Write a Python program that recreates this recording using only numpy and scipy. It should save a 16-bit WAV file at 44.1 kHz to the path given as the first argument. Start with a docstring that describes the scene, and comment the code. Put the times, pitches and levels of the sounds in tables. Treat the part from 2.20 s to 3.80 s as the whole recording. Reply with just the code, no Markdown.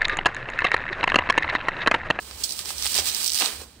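"""Tearing bubble wrap

Indoors, hands pull open a slit in the bubble wrap around a box. The film gives short bright snaps,
made of filtered noise bursts, and creases in the taut film give duller pops that ring in the box.
Thousands of tiny clicks make the crackle and its dull rustle. Filtered noise makes a faint low rumble
through the table and quiet room air. Two microphone ports colour left and right differently."""
import sys
import numpy as np
from scipy import signal
from scipy.fft import rfft, irfft
from scipy.io import wavfile

SR = 44100
rng = np.random.default_rng(int(sys.argv[2]) if len(sys.argv) > 2 else 0)


def generate_wav(signal):
    """Clip the signal to [-1, 1] and save it as 16-bit WAV at the path in sys.argv[1]."""
    frames = np.transpose(np.atleast_2d(signal))
    scaled = np.clip(frames, -1, 1) * 32767
    pcm = np.round(scaled).astype(np.int16)
    wavfile.write(sys.argv[1], SR, pcm)


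N = 70560  # length in samples, 1.6 s

# All levels of sources below are before the room and the ports.
# How the crackle and rustle swell while the film is pulled. Each row: time in seconds, average (rms)
# level of the bright crackle in dB, of its middle in dB, of the dull rustle in dB.
PULL = [(0.0, -41, -62, -52.5), (0.11, -40.5, -49, -48), (0.164, -41, -56, -50.5),
        (0.208, -32.5, -50.5, -46.5), (0.234, -36.5, -49, -50), (0.239, -27, -65, -49.5),
        (0.276, -34, -57, -49.5), (0.31, -30, -56, -49.5), (0.338, -35.5, -51, -50.5),
        (0.388, -30, -54, -52), (0.394, -30.5, -41.5, -49.5), (0.436, -37.5, -55.5, -49.5),
        (0.498, -27.5, -41, -45), (0.52, -32.5, -47, -52), (0.542, -35, -50, -46),
        (0.646, -24.5, -39, -48.5), (0.658, -25.5, -30, -44), (0.68, -26.5, -45.5, -55),
        (0.722, -24, -40, -43.5), (0.744, -26.5, -41, -48), (0.756, -19.5, -33, -34),
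        (0.774, -23, -30, -41), (0.788, -20, -29.5, -44), (0.814, -29, -41, -36),
        (0.842, -28.5, -48, -43.5), (0.876, -18.5, -33.5, -43), (0.918, -29, -41, -45),
        (0.984, -25.5, -42.5, -47), (1.082, -24, -45.5, -46.5), (1.09, -31.5, -50, -54.5),
        (1.202, -20.5, -35, -45), (1.212, -24, -23.5, -32.5), (1.255, -24.5, -34.5, -37.5),
        (1.29, -30, -38.5, -39.5), (1.39, -38.5, -48.5, -50.5), (1.416, -34.5, -53, -41),
        (1.466, -50.5, -63, -55.5), (1.6, -57, -63, -83)]
# The low rumble through the table. Each row: time in seconds, average (rms) level in dB.
RUMBLE = [(0.0, -56.5), (0.146, -44.5), (0.306, -59), (0.472, -53), (0.498, -46), (0.53, -57), (0.596, -40),
          (0.672, -49.5), (0.694, -56), (0.836, -45.5), (0.854, -57), (0.89, -43), (0.958, -60),
          (1.148, -52.5), (1.18, -80), (1.23, -61), (1.274, -61), (1.318, -51), (1.38, -44), (1.546, -61),
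          (1.6, -54)]
# Tone of the room air; only its shape matters. Each row: frequency in Hz, strength in dB per Hz.
AIR = [(20, -34), (45, -8), (120, -5), (250, -3.5), (500, -11), (1500, -18), (5000, -35), (16000, -74)]
# The loudest snaps of the film. Each row: start in seconds, peak of the low part in dB,
# of the middle part in dB, of the treble part in dB.
SNAPS = [(0.1113, -30, -27, -33), (0.2356, -28, -22, -22), (0.237, -25, -25, -13), (0.2384, -28, -11, -11),
         (0.2393, -29, -12, -11), (0.2406, -31, -14, -14), (0.2422, -28, -25, -13), (0.2449, -28, -13, -13),
         (0.2478, -30, -27, -14), (0.2563, -37, -22, -20), (0.2931, -31, -19, -19), (0.3069, -29, -19, -22),
         (0.3092, -31, -22, -17), (0.3219, -30, -18, -15), (0.3243, -33, -24, -12), (0.3911, -21, -20, -15),
         (0.3936, -27, -26, -16), (0.4126, -29, -24, -23), (0.4575, -28, -22, -24), (0.4923, -28, -23, -20),
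         (0.5057, -27, -21, -20), (0.5829, -27, -20, -17), (0.6244, -21, -15, -20), (0.6343, -26, -18, -21),
         (0.6456, -25, -15, -16), (0.6593, -22, -23, -11), (0.6658, -16, -13, -15), (0.6741, -22, -16, -14),
         (0.7436, -24, -11, -12), (0.751, -22, -15, -17), (0.7535, -20, -14, -12), (0.7678, -20, -15, -12),
         (0.779, -15, -10, -13), (0.7867, -17, -12, -17), (0.7898, -20, -15, -13), (0.797, -24, -13, -15),
         (0.8003, -22, -18, -20), (0.8571, -27, -18, -16), (0.8885, -24, -14, -18), (0.8984, -25, -15, -21),
         (0.9166, -26, -20, -19), (0.9476, -25, -11, -9), (0.9578, -21, -22, -21), (1.0307, -36, -20, -14),
         (1.0444, -25, -13, -8), (1.0524, -31, -15, -18), (1.0619, -18, -12, -10), (1.0664, -21, -17, -8),
         (1.0785, -22, -9, -9), (1.0835, -27, -15, -12), (1.0959, -22, -13, -14), (1.1023, -23, -13, -16),
         (1.1197, -23, -14, -10), (1.1342, -30, -18, -8), (1.1457, -22, -13, -10), (1.1531, -21, -13, -13),
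         (1.1595, -28, -19, -11), (1.1768, -18, -22, -15), (1.1878, -18, -16, -10), (1.2003, -19, -12, -9),
         (1.2063, -20, -14, -17), (1.2105, -18, -14, -16), (1.2208, -14, -19, -11), (1.2448, -23, -16, -12),
         (1.2503, -24, -18, -16), (1.2595, -13, -9, -13)]
# Where a snap is split: low to middle to treble, and where the treble starts to fall, in Hz.
SNAP_EDGES_HZ = [2500, 4200, 6600, 10000]
# Dull pops of the taut film. Each row: start in seconds, peak in dB, bottom in Hz, top in Hz.
POPS = [(.1113, -26, 600, 4000), (.3911, -20, 1200, 5000), (.4575, -28, 900, 4000), (.5055, -17, 800, 3500),
        (.6243, -26, 1100, 2500), (.657, -21, 500, 2500), (.666, -20, 800, 2500), (.755, -23, 300, 2500),
        (.787, -17, 280, 800), (.792, -21, 280, 800), (1.2065, -20, 500, 2500), (1.2105, -12, 900, 2500),
        (1.221, -19, 450, 2500), (1.225, -15, 550, 1500), (1.245, -21, 800, 2500), (1.2597, -18, 900, 2500),
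        (1.273, -26, 1200, 2800), (1.417, -31, 300, 550)]
# Colour of the microphone ports. Each row: frequency in Hz, left gain in dB, right gain in dB.
PORTS = [(103, -1, 1), (620, -5, -2), (1490, -8, -4), (2450, -4.5, -1), (3300, -3.5, 2), (4370, -8, 5.5),
         (5760, -8.5, 2.5), (6920, -16, 0), (7630, -6, 4), (7540, -6.5, 6.5), (9620, -10, 3),
         (9950, -5.5, -4.5), (12200, -6.5, -28), (12200, -8, -6.5), (14900, -6, -4.5), (16300, 3, -3)]

# Tiny clicks: how many on average, how uneven in size, how strongly and how fast they clump
GRAINS_PER_S, GRAIN_SPREAD_DB, CLUMP_DB, CLUMP_DRIFT_HZ = 5000, 1.8, .5, 40
CRACKLE_LOW_HZ, RUSTLE_LOW_HZ, RUSTLE_HIGH_HZ = 3300, 213, 1320
RUMBLE_HZ, RUMBLE_WIDTH_HZ = 68.2, 32.7
AIR_DB = -54
# The crack is the first sample of a burst, in dB over its noise
SNAP_MS, SNAP_TAIL_MS, SNAP_TAIL_DB, SNAP_CRACK_DB = .25, 2.5, -12, 22
POP_MS, POP_CRACK_DB = .45, 26
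BOX_HZ, BOX_WIDTH_HZ, BOX_DB = [357, 750, 1207], 220, 4.5  # resonances of the wrapped box
ROOM_T60_S, ROOM_DB = .12, -8  # time for reflections to die by 60 dB, and their level
# Sounds come from all over the film, so each reaches the left port a little earlier or later
PLACE_SPREAD_S = .00008
RIGHT_LAG_S = .00008
TOP_STOP_HZ = 16198.7  # from here up, sound is at least 90 dB down


def from_db(db):
    """Turn decibels into gain."""
    return 10 ** (np.asarray(db) / 20)


def rms_one(x):
    """Scale a sound to an average (rms) strength of 1."""
    return x / np.sqrt(np.mean(x ** 2) + 1e-20)


def in_time(rows):
    """Join the columns of a table by straight lines in time."""
    s, *columns = np.transpose(rows)
    t = np.arange(N) / SR
    return [np.interp(t, s, column) for column in columns]


def cut(x, hz, kind, order=2):
    """Keep only some frequencies, with a Butterworth filter."""
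    sos = signal.butter(order, hz, kind, fs=SR, output="sos")
    return signal.sosfilt(sos, x)


def colour(x, hz, db, lag_s=0., size=4096):
    """Follow a dB curve over log frequency with a filter that responds as early as it can."""
    f = np.maximum(np.arange(size // 2 + 1) * SR / size, 1)
    curve_db = np.interp(np.log(f), np.log(hz), db)
    # Fold the cepstrum (the spectrum of the log gain) forward: this gives minimum phase
    cepstrum = irfft(np.log(from_db(curve_db)))
    cepstrum[1:size // 2] *= 2
    cepstrum[size // 2 + 1:] = 0
    response = np.exp(rfft(cepstrum) - 2j * np.pi * f * lag_s)
    return signal.fftconvolve(x, irfft(response))[:N]


def drift(rate_hz):
    """Wander slowly at random with spread 1: noise smoothed twice."""
    r = np.exp(-2 * np.pi * rate_hz / SR)
    noise = rng.standard_normal(N + SR)
    return rms_one(signal.lfilter([1], [1, -2 * r, r * r], noise)[SR:])  # skip the settling second


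def crackle():
    """Tiny clicks of uneven size in clumps: their treble is the crackle, their low part the rustle."""
    bright_db, middle_db, dull_db = in_time(PULL)
    unevenness = np.minimum(rng.exponential(1, N), 4)
    sizes = from_db(GRAIN_SPREAD_DB * unevenness) * rng.choice([-1, 1], N)
    happens = rng.random(N) < GRAINS_PER_S / SR
    right = sizes * happens * from_db(CLUMP_DB * drift(CLUMP_DRIFT_HZ))

    # The same clicks on the left, each moved slightly in time
    moved = np.arange(N) + rng.normal(0, PLACE_SPREAD_S * SR, N)
    moved = np.clip(moved, 0, N - 1).astype(int)
    left = np.bincount(moved, right, N)
    grains = np.array([left, right])

    bright = rms_one(cut(grains, CRACKLE_LOW_HZ, "high", order=3))
    middle = rms_one(cut(grains, [RUSTLE_HIGH_HZ, CRACKLE_LOW_HZ], "band"))
    dull = rms_one(cut(grains, [RUSTLE_LOW_HZ, RUSTLE_HIGH_HZ], "band"))
    # The middle is added upside down
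    return from_db(bright_db) * bright - from_db(middle_db) * middle + from_db(dull_db) * dull


def room(x):
    """Add reflections as short dying noise, different on each side."""
    t = np.arange(SR // 4) / SR
    fade = from_db(-60 * t / ROOM_T60_S) * (t > .0005)  # reflections come after the direct sound
    tails = rng.standard_normal((2, len(t))) * fade
    tails = tails / np.sqrt(np.sum(tails ** 2, axis=1, keepdims=True))  # energy 1 on each side
    tails = cut(tails, 260, "high")
    return from_db(ROOM_DB) * signal.fftconvolve(x, tails, axes=1)[:, :N]


def rumble():
    """Let noise through one narrow low band, as a table resonance would."""
    edges = [RUMBLE_HZ - RUMBLE_WIDTH_HZ / 2, RUMBLE_HZ + RUMBLE_WIDTH_HZ / 2]
    noise = rng.standard_normal(N + SR)
    low = rms_one(cut(noise, edges, "band", order=3)[SR:])  # skip the settling second
    level_db, = in_time(RUMBLE)
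    return from_db(level_db) * low


def air():
    """Steady room noise: both ports share one part, and above the bass each adds its own."""
    hz, db = np.transpose(AIR)
    shared, left, right = (colour(noise, hz, db) for noise in rng.standard_normal((3, N)))
    own = cut(np.array([left, right]), 440, "high")
    return from_db(AIR_DB) * rms_one(shared + own)


def bursts(s, decay_ms, tail_ms=1., tail_db=-99., crack_db=-99.):
    """Make each event a crack, then noise with a quick rise, a fast decay and a slower tail."""
    t = np.arange(SR // 25) / SR * 1000  # milliseconds
    body = t / decay_ms * np.exp(1 - t / decay_ms)  # highest at decay_ms
    tail = from_db(tail_db) * np.exp(-t / tail_ms)
    crack = from_db(crack_db) * (t == 0)
    return rng.standard_normal((len(s), len(t))) * (body + tail) + crack


def at_peak(rows, db, body):
    """Scale each row by the gain that brings the envelope of its body to the given peak."""
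    peaks = np.max(np.abs(signal.hilbert(body)), axis=1)
    return rows * (from_db(db) / peaks)[:, None]


def place(s, rows):
    """Lay the rows out at their times, each a little early or late at the left port."""
    out = np.zeros((2, N + SR))
    lags = rng.normal(0, PLACE_SPREAD_S, len(s))
    for start, lag, row in zip(s, lags, rows):
        for side, i in enumerate([int((start + lag) * SR), int(start * SR)]):
            out[side, i:i + len(row)] += row
    return out[:, :N]


def snaps():
    """Bright snaps of the film: noise bursts with their own low, middle and treble strength."""
    s, low_db, middle_db, treble_db = np.transpose(SNAPS)
    rows = bursts(s, SNAP_MS, SNAP_TAIL_MS, SNAP_TAIL_DB, SNAP_CRACK_DB)
    low = cut(rows, SNAP_EDGES_HZ[0:2], "band", order=3)
    middle = cut(rows, SNAP_EDGES_HZ[1:3], "band", order=3)
    treble = cut(rows, SNAP_EDGES_HZ[2], "high", order=4)
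    treble = cut(treble, SNAP_EDGES_HZ[3], "low", order=1)

    low = at_peak(low, low_db, low)
    middle = at_peak(middle, middle_db, middle)
    # The treble level counts only what lies below the last edge
    treble_body = cut(treble, SNAP_EDGES_HZ[3], "low", order=4)
    treble = at_peak(treble, treble_db, treble_body)
    return place(s, low - middle + treble)  # the middle is added upside down


def pops():
    """Dull pops of the taut film: noise bursts in a band, ringing briefly in the box."""
    s, db, low_hz, top_hz = np.transpose(POPS)
    rows = bursts(s, POP_MS, crack_db=POP_CRACK_DB)
    rows = np.array([cut(row, edges, "band") for row, *edges in zip(rows, low_hz, top_hz)])
    for hz in BOX_HZ:
        b, a = signal.iirpeak(hz, hz / BOX_WIDTH_HZ, SR)
        rows = rows + from_db(BOX_DB) * signal.lfilter(b, a, rows)
    return place(s, at_peak(rows, db, rows))


def scene():
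    """Add up the film, its reflections in the room, the rumble and the air."""
    film = snaps() + pops() + crackle()
    return film + room(film) + rumble() + air()


def record(dry):
    """Give each port its own colour, let the right hear a little later, and cut the top."""
    hz, left_db, right_db = np.transpose(PORTS)
    left = colour(dry[0], hz, left_db)
    right = colour(dry[1], hz, right_db, RIGHT_LAG_S)
    top_cut = signal.cheby2(24, 90, TOP_STOP_HZ, fs=SR, output="sos")
    return signal.sosfilt(top_cut, np.array([left, right]))


dry = scene()
out = record(dry)
generate_wav(out)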